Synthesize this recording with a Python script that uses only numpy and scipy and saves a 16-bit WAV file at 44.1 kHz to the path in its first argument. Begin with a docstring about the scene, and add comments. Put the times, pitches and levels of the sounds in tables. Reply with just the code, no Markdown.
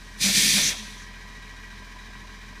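"""A garbage truck stands across a suburban street, its six-cylinder diesel idling from start to end.
Harmonic exhaust tones and puffs of noise lie under an uneven, ringing clatter and a gear whine.
From 0.2 s its air valve blows off for half a second, as a jet of noise with resonances.
Meanwhile the brakes groan in short, wavering tones and the chassis knocks in bursts of noise.
The houses return the brake sounds as delayed copies and a diffuse tail; a faint noise fills the street."""
import sys
import numpy as np
from scipy import signal
from scipy.fft import rfft, irfft
from scipy.io import wavfile

SR = 44100
rng = np.random.default_rng(int(sys.argv[2]) if len(sys.argv) > 2 else 0)


def materialize(psi):
    """Save the field psi as 16-bit PCM at rate SR to the path in sys.argv[1].

    A 1-D psi becomes a single channel; in a 2-D psi each row is a channel.
    """
    bounded = np.clip(np.atleast_2d(psi).T, -1, 1)
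    quanta = np.round(bounded * 32767).astype(np.int16)
    wavfile.write(sys.argv[1], SR, quanta)


N = 114660
T = np.arange(N) / SR
HZ = np.maximum(np.fft.rfftfreq(N, 1 / SR), 1)


def from_db(db):
    """Amplitude gain is the inverse of the logarithmic decibel scale."""
    return 10 ** (np.asarray(db) / 20)


def rms_one(x):
    """Mean-square normalisation brings a signal to unit power."""
    return x / np.sqrt(np.mean(x ** 2) + 1e-20)


def curve(rows):
    """Linear interpolation joins (s, value) rows."""
    return np.interp(T, *np.transpose(rows))


def white():
    """White noise: independent samples, hence a flat expected spectrum."""
    return rng.standard_normal(N)


def colour(x, spectrum):
    """Spectral weighting: dB joined over log frequency shape the signal, at unit power."""
    hz, db = np.transpose(spectrum)
    gain = from_db(np.interp(np.log(HZ), np.log(hz), db))
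    return rms_one(irfft(rfft(x) * gain, N))


def low_pass(x, hz):
    """Second-order Butterworth low-pass: maximally flat below its cutoff."""
    return signal.sosfilt(signal.butter(2, hz, fs=SR, output="sos"), x)


def resonate(x, hz, width_hz):
    """Damped resonance: a pole pair whose radius sets the bandwidth, at unit power."""
    radius = np.exp(-np.pi * width_hz / SR)
    poles = [1, -2 * radius * np.cos(2 * np.pi * hz / SR), radius * radius]
    return rms_one(signal.lfilter([1, 0, -1], poles, x))


def ring(x, modes):
    """Modal superposition: resonances in parallel, their sum at unit power."""
    return rms_one(sum(from_db(db) * resonate(x, hz, width) for hz, width, db in modes))


def burst(start, length, attack, release):
    """Transient envelope in seconds: linear attack, hold to the length, exponential release."""
    rise = np.clip((T - start) / attack, 0, 1)
    return rise * np.exp(-np.maximum(T - start - length, 0) / release)


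# Idle speed. Each row: time in seconds, firings per second.
IDLE_SPEED = [(0, 41.93), (.5, 42.0), (1.15, 42.27), (1.8, 42.42), (2.6, 42.43)]
START_FIRING, CYLINDERS = .18, 6


def crank_position():
    """Phase is the integral of rate: firings counted from the idle speed."""
    return START_FIRING + np.cumsum(curve(IDLE_SPEED)) / SR


# Strengths of the cylinders in firing order. Each row: exhaust puff in dB, block knock in dB,
# cover clatter in dB, injector tick in dB, all relative.
CYLINDER_STRENGTHS = [(-1.5, 0.5, 4.5, -1.5), (1.5, -1, 2, -2), (0.5, -9, -2, -1.5), (-1.5, -2, 2.5, -0.5),
                      (4, -2, -5, -2.5), (-3.5, 2.5, -2.5, -2.5)]
PUFF_STRENGTHS, BLOCK_STRENGTHS, COVER_STRENGTHS, TICK_STRENGTHS = np.transpose(CYLINDER_STRENGTHS)


def firing_bursts(crank, strengths_db, lag, decay, alike):
    """Cyclic excitation: noise decays from each firing (lag, decay in firings); a power share repeats by cycle."""
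    place = (crank - lag) % CYLINDERS
    cycle = rng.standard_normal(int(CYLINDERS * SR / IDLE_SPEED[0][1]))
    same = cycle[(place / CYLINDERS * len(cycle)).astype(int) % len(cycle)]
    rattle = np.sqrt(alike) * same + np.sqrt(1 - alike) * white()
    strength = from_db(strengths_db)[place.astype(int) % CYLINDERS]
    return rattle * strength * np.exp(-(place % 1) / decay)


# Exhaust tones. Each row: multiple of the firing rate, level in dB.
EXHAUST_TONES = [(1, -45.5), (2, -58), (3, -62), (3.5, -63.5), (5, -61), (6, -66.5), (8.5, -70),
                 (10, -70.5)]
EXHAUST_LAG = 0.481  # firings


def exhaust_throb(crank):
    """Fourier synthesis: tones on whole and half multiples of the firing rate, alternating in sign."""
    throb = 0
    for i, (multiple, db) in enumerate(EXHAUST_TONES):
        tone = np.cos(np.pi * round(2 * multiple) * (crank - EXHAUST_LAG))
        throb = throb + np.sqrt(2) * from_db(db) * tone * (-1) ** i
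    return throb


# Spectrum of the exhaust puffs. Each row: frequency in Hz, relative level in dB.
PUFF_SPECTRUM = [(25, -42), (50, -14), (70, 1), (100, 0.5), (140, -2.5), (170, -4.5), (202, 5.5), (235, -3),
                 (290, -7.5), (320, -10.5), (360, -10.5), (440, -6.5), (510, -22), (800, -13.5),
                 (1200, -19), (2500, -58)]
PUFF_DB = -52.5


def exhaust_puffs(crank):
    """Pulsed flow noise: each firing sends a coloured puff from the exhaust."""
    puffs = firing_bursts(crank, PUFF_STRENGTHS, lag=0.16, decay=1.16, alike=0.26)
    return from_db(PUFF_DB) * colour(puffs, PUFF_SPECTRUM)


# Modes of the block. Each row: frequency in Hz, width in Hz, relative level in dB.
BLOCK_MODES = [(1008, 86, 6.5), (1077, 84, -13), (632, 43, -3.5), (708, 65, -9.5)]
BLOCK_DB = -57


def block_knock(crank):
    """Forced modal vibration: the firings knock the block into ringing."""
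    knocks = firing_bursts(crank, BLOCK_STRENGTHS, lag=-.12, decay=0.38, alike=0.58)
    return from_db(BLOCK_DB) * ring(knocks, BLOCK_MODES)


# Modes of the covers. Each row: frequency in Hz, width in Hz, relative level in dB.
COVER_MODES = [(1609, 31, 3), (1708, 28, 1), (1925, 22, 3.5), (1856, 89, -6.5), (2300, 92, -5),
               (2400, 220, -9.5), (3820, 35, -2)]
COVER_DB = -51.5


def cover_clatter(crank):
    """Forced modal vibration: the firings rattle the lightly damped covers."""
    rattles = firing_bursts(crank, COVER_STRENGTHS, lag=.03, decay=1.0, alike=0.54)
    return from_db(COVER_DB) * ring(rattles, COVER_MODES)


# Spectrum of the injector ticks. Each row: frequency in Hz, relative level in dB.
TICK_SPECTRUM = [(600, -11.5), (1250, -0.5), (1420, -22), (1700, 8), (2050, 4.5), (2450, 7.5), (2670, -10),
                 (3000, 2.5), (3500, -3), (4050, 0.5), (4500, -7.5), (5100, -2), (5450, -6), (5800, -2),
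                 (6300, -5.5), (7500, -11.5), (10000, -16), (12500, -22.5), (15500, -23)]
TICK_DB = -49.5


def injector_ticks(crank):
    """Amplitude modulation: bright noise steps in strength from cylinder to cylinder."""
    ticks = firing_bursts(crank, TICK_STRENGTHS, lag=.04, decay=18, alike=0.17)  # hardly decays
    return from_db(TICK_DB) * colour(ticks, TICK_SPECTRUM)


# Lines of the timing gears. Each entry: multiple of the engine cycle rate.
GEAR_ORDERS = [141, 142, 153, 154, 226, 241, 272]
# Starting strengths of the same lines. Each entry: level in dB, before the clatter level.
GEAR_DB = [-58.5, -68, -66.5, -67.5, -60, -62.5, -56.5]
# Fades of the same lines once the truck has settled. Each entry: fall in dB per second (negative rises).
GEAR_FADES = [-1, 6, -7, -6, 2, 1, 25]
GEAR_FADE_FROM_S = 1.65
GEAR_WAVER_DB, GEAR_WAVER_HZ = 2, 16  # rms depth, cutoff of the wavering


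def gear_whine(crank):
    """Order-locked tones: timing gears whine on multiples of the engine cycle, each wavering in level."""
    settled = np.maximum(T - GEAR_FADE_FROM_S, 0)
    whine = 0
    for order, db, fade in zip(GEAR_ORDERS, GEAR_DB, GEAR_FADES):
        waver_db = GEAR_WAVER_DB * rms_one(low_pass(white(), GEAR_WAVER_HZ))
        level_db = db - fade * settled + waver_db
        turns = order * crank / CYLINDERS + rng.random()
        whine = whine + np.sqrt(2) * from_db(level_db) * np.sin(2 * np.pi * turns)
    return whine


# Level of the engine's clatter. Each row: time in seconds, gain in dB.
CLATTER_LEVEL = [(0, -3), (.2, -1), (.9, 0), (1.7, 0), (2.6, -0.5)]


def engine():
    """Superposition: exhaust and mechanical sources share one crank phase."""
    crank = crank_position()
    clatter = block_knock(crank) + cover_clatter(crank) + injector_ticks(crank) + gear_whine(crank)
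    return exhaust_throb(crank) + exhaust_puffs(crank) + from_db(curve(CLATTER_LEVEL)) * clatter


# Spectrum of the street. Each row: frequency in Hz, relative level in dB.
STREET_SPECTRUM = [(20, -17), (60, -10), (200, -34), (500, -11), (1500, -8), (5000, -9), (9000, -36),
                   (15500, -41)]
STREET_DB = -57.5


def street_noise():
    """Stationary noise: a steady coloured background."""
    return from_db(STREET_DB) * colour(white(), STREET_SPECTRUM)


# Spectrum of the jet's hiss. Each row: frequency in Hz, relative level in dB.
AIR_SPECTRUM = [(100, -19), (280, -5.5), (450, -14.5), (750, -22.5), (1150, -24), (1450, -15), (1850, -4.5),
                (2400, -0.5), (2650, -2), (2950, -6), (3450, 2.5), (4200, 1), (5200, 0), (6000, 2),
                (6900, -2), (8300, -3.5), (10000, -4.5), (12000, -12.5), (15300, -15.5)]
# Resonances of the valve and its pipe. Each row: frequency in Hz, width in Hz, relative level in dB.
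VALVE_MODES = [(1813, 18, -7), (2207, 16, -9), (2350, 35, -4), (2490, 50, -7), (3213, 16, -8),
               (3351, 20, -8), (3549, 27, -5), (3879, 25, -7), (4084, 22, -6), (4206, 18, -5),
               (4593, 16, -5), (4774, 16, -7), (4840, 16, -7), (5061, 14, -8), (5856, 16, -6),
               (5926, 16, -6)]
VALVE_DB = -6.5  # relative to the hiss
DULL_FROM_S, DULL_DB_PER_S, DULL_ABOVE_HZ = 0.53, 31, 3800


def air_jet():
    """Turbulent jet noise with pipe resonances; its treble fades as the pressure drops."""
    jet = colour(white(), AIR_SPECTRUM) + from_db(VALVE_DB) * ring(white(), VALVE_MODES)
    body = irfft(rfft(jet) / (1 + (HZ / DULL_ABOVE_HZ) ** 8), N)
    treble = jet - body
    return body + treble * from_db(-DULL_DB_PER_S * np.maximum(T - DULL_FROM_S, 0))


RUMBLE_DB, RUMBLE_HZ, RUMBLE_WIDTH_HZ = -20, 147, 96  # level before the air flow, width per pass


def air_flutter():
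    """Narrow-band noise: two resonance passes give the jet's low flutter."""
    once = resonate(white(), RUMBLE_HZ, RUMBLE_WIDTH_HZ)
    return from_db(RUMBLE_DB) * resonate(once, RUMBLE_HZ, RUMBLE_WIDTH_HZ)


# Whistles of the valve. Each row: start in seconds, length in seconds, level in dB.
WHISTLES = [(0.22, 0.025, -31), (0.618, 0.076, -25.5)]
WHISTLE_HZ, WHISTLE_WIDTH_HZ = 5920, 1400  # width per pass


def valve_whistle():
    """Narrow-band noise: the jet narrows to a rough whistle as the valve opens and closes."""
    once = resonate(white(), WHISTLE_HZ, WHISTLE_WIDTH_HZ)
    whistle = resonate(once, WHISTLE_HZ, WHISTLE_WIDTH_HZ)
    level = sum(from_db(db) * burst(start, length, attack=0.013, release=0.01)
                for start, length, db in WHISTLES)
    return level * whistle


# Air flow through the brake valve. Each row: time in seconds, level in dB.
AIR_FLOW = [(.17, -57), (.195, -42.5), (.214, -25), (.24, -20.5), (.275, -22), (.33, -25), (.36, -19),
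            (.46, -20), (.525, -21), (.57, -19.5), (.615, -21), (.655, -23), (.697, -23), (.725, -30),
            (.76, -46), (.8, -87)]


def air_brake():
    """Flow modulation: the air flow sets the level of jet and flutter; the whistle adds to them."""
    return from_db(curve(AIR_FLOW)) * (air_jet() + air_flutter()) + valve_whistle()


# Brake judders. Each row: start in seconds, length in seconds, level in dB, mean pitch in Hz.
GROANS = [(0.237, 0.048, -27.5, 197), (0.291, 0.026, -35.5, 203), (0.366, 0.015, -27.5, 200),
          (0.418, 0.056, -34, 203), (0.541, 0.035, -28, 201.1), (0.675, 0.049, -46, 202.4),
          (.765, 0.094, -48, 211)]
GROAN_ATTACK_S, GROAN_RELEASE_S = 0.014, 0.012
GROAN_WAVER = .025  # rms share of the pitch


def brake_groan():
    """Friction-driven vibration: shoes grab the drums in short low tones, modulated in frequency."""
    waver = 1 + GROAN_WAVER * rms_one(low_pass(white(), 64))
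    warped_time = np.cumsum(waver) / SR
    groan = 0
    for start, length, db, hz in GROANS:
        envelope = burst(start, length, GROAN_ATTACK_S, GROAN_RELEASE_S)
        groan = groan + np.sqrt(2) * from_db(db) * envelope * np.sin(2 * np.pi * hz * warped_time)
    return groan


# Chassis knocks. Each row: start in seconds, level in dB.
CLUNKS = [(0.242, -38), (.27, -42.5), (.568, -34), (.7, -40)]
# Spectrum of the knocks. Each row: frequency in Hz, relative level in dB.
CLUNK_SPECTRUM = [(30, -27), (80, 6), (150, 6), (300, -5), (600, 6.5), (1000, -0.5), (1800, 6), (3000, -3),
                  (6000, -36)]


def chassis():
    """Impact noise: short coloured bursts as the chassis settles."""
    level = sum(from_db(db) * burst(start, 0.025, attack=0.002, release=0.035) for start, db in CLUNKS)
    return colour(white(), CLUNK_SPECTRUM) * level


# Echoes of the house fronts. Each row: delay in seconds, level in dB.
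ECHOES = [(.105, -20.5), (.19, -29), (.345, -28.5)]
# Colour of the street's tail. Each row: frequency in Hz, relative level in dB.
TAIL_SPECTRUM = [(100, -2), (1000, -4), (2400, 1.5), (3800, 3.5), (5200, -2), (7000, -9), (10000, -6),
                 (15000, -8)]
STREET_T60_S, TAIL_DB, ECHO_CUT_HZ = 1, -19.5, 13700


def street_echo(x):
    """Convolution with an impulse response: discrete reflections and an exponentially decaying tail."""
    tail = colour(white(), TAIL_SPECTRUM) * from_db(-60 * T / STREET_T60_S) * (T > .02)
    tail = from_db(TAIL_DB) * tail / np.sqrt(np.sum(tail ** 2))
    slaps = np.zeros(N)
    for delay, db in ECHOES:
        slaps[int(delay * SR)] += from_db(db)
    return signal.fftconvolve(x, tail + low_pass(slaps, ECHO_CUT_HZ))[:N]


def scene():
    """Superposition of truck and street, alike in both channels; only the brake sounds echo."""
    brakes = air_brake() + brake_groan() + chassis()
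    mid = engine() + street_noise() + brakes + street_echo(brakes)
    return np.array([mid, mid])


CUTOFF_HZ = 15250


def record(dry):
    """Band limitation: a steep elliptic low-pass removes the top."""
    return signal.sosfilt(signal.ellip(12, .1, 90, CUTOFF_HZ, fs=SR, output="sos"), dry)


dry = scene()
out = record(dry)
materialize(out)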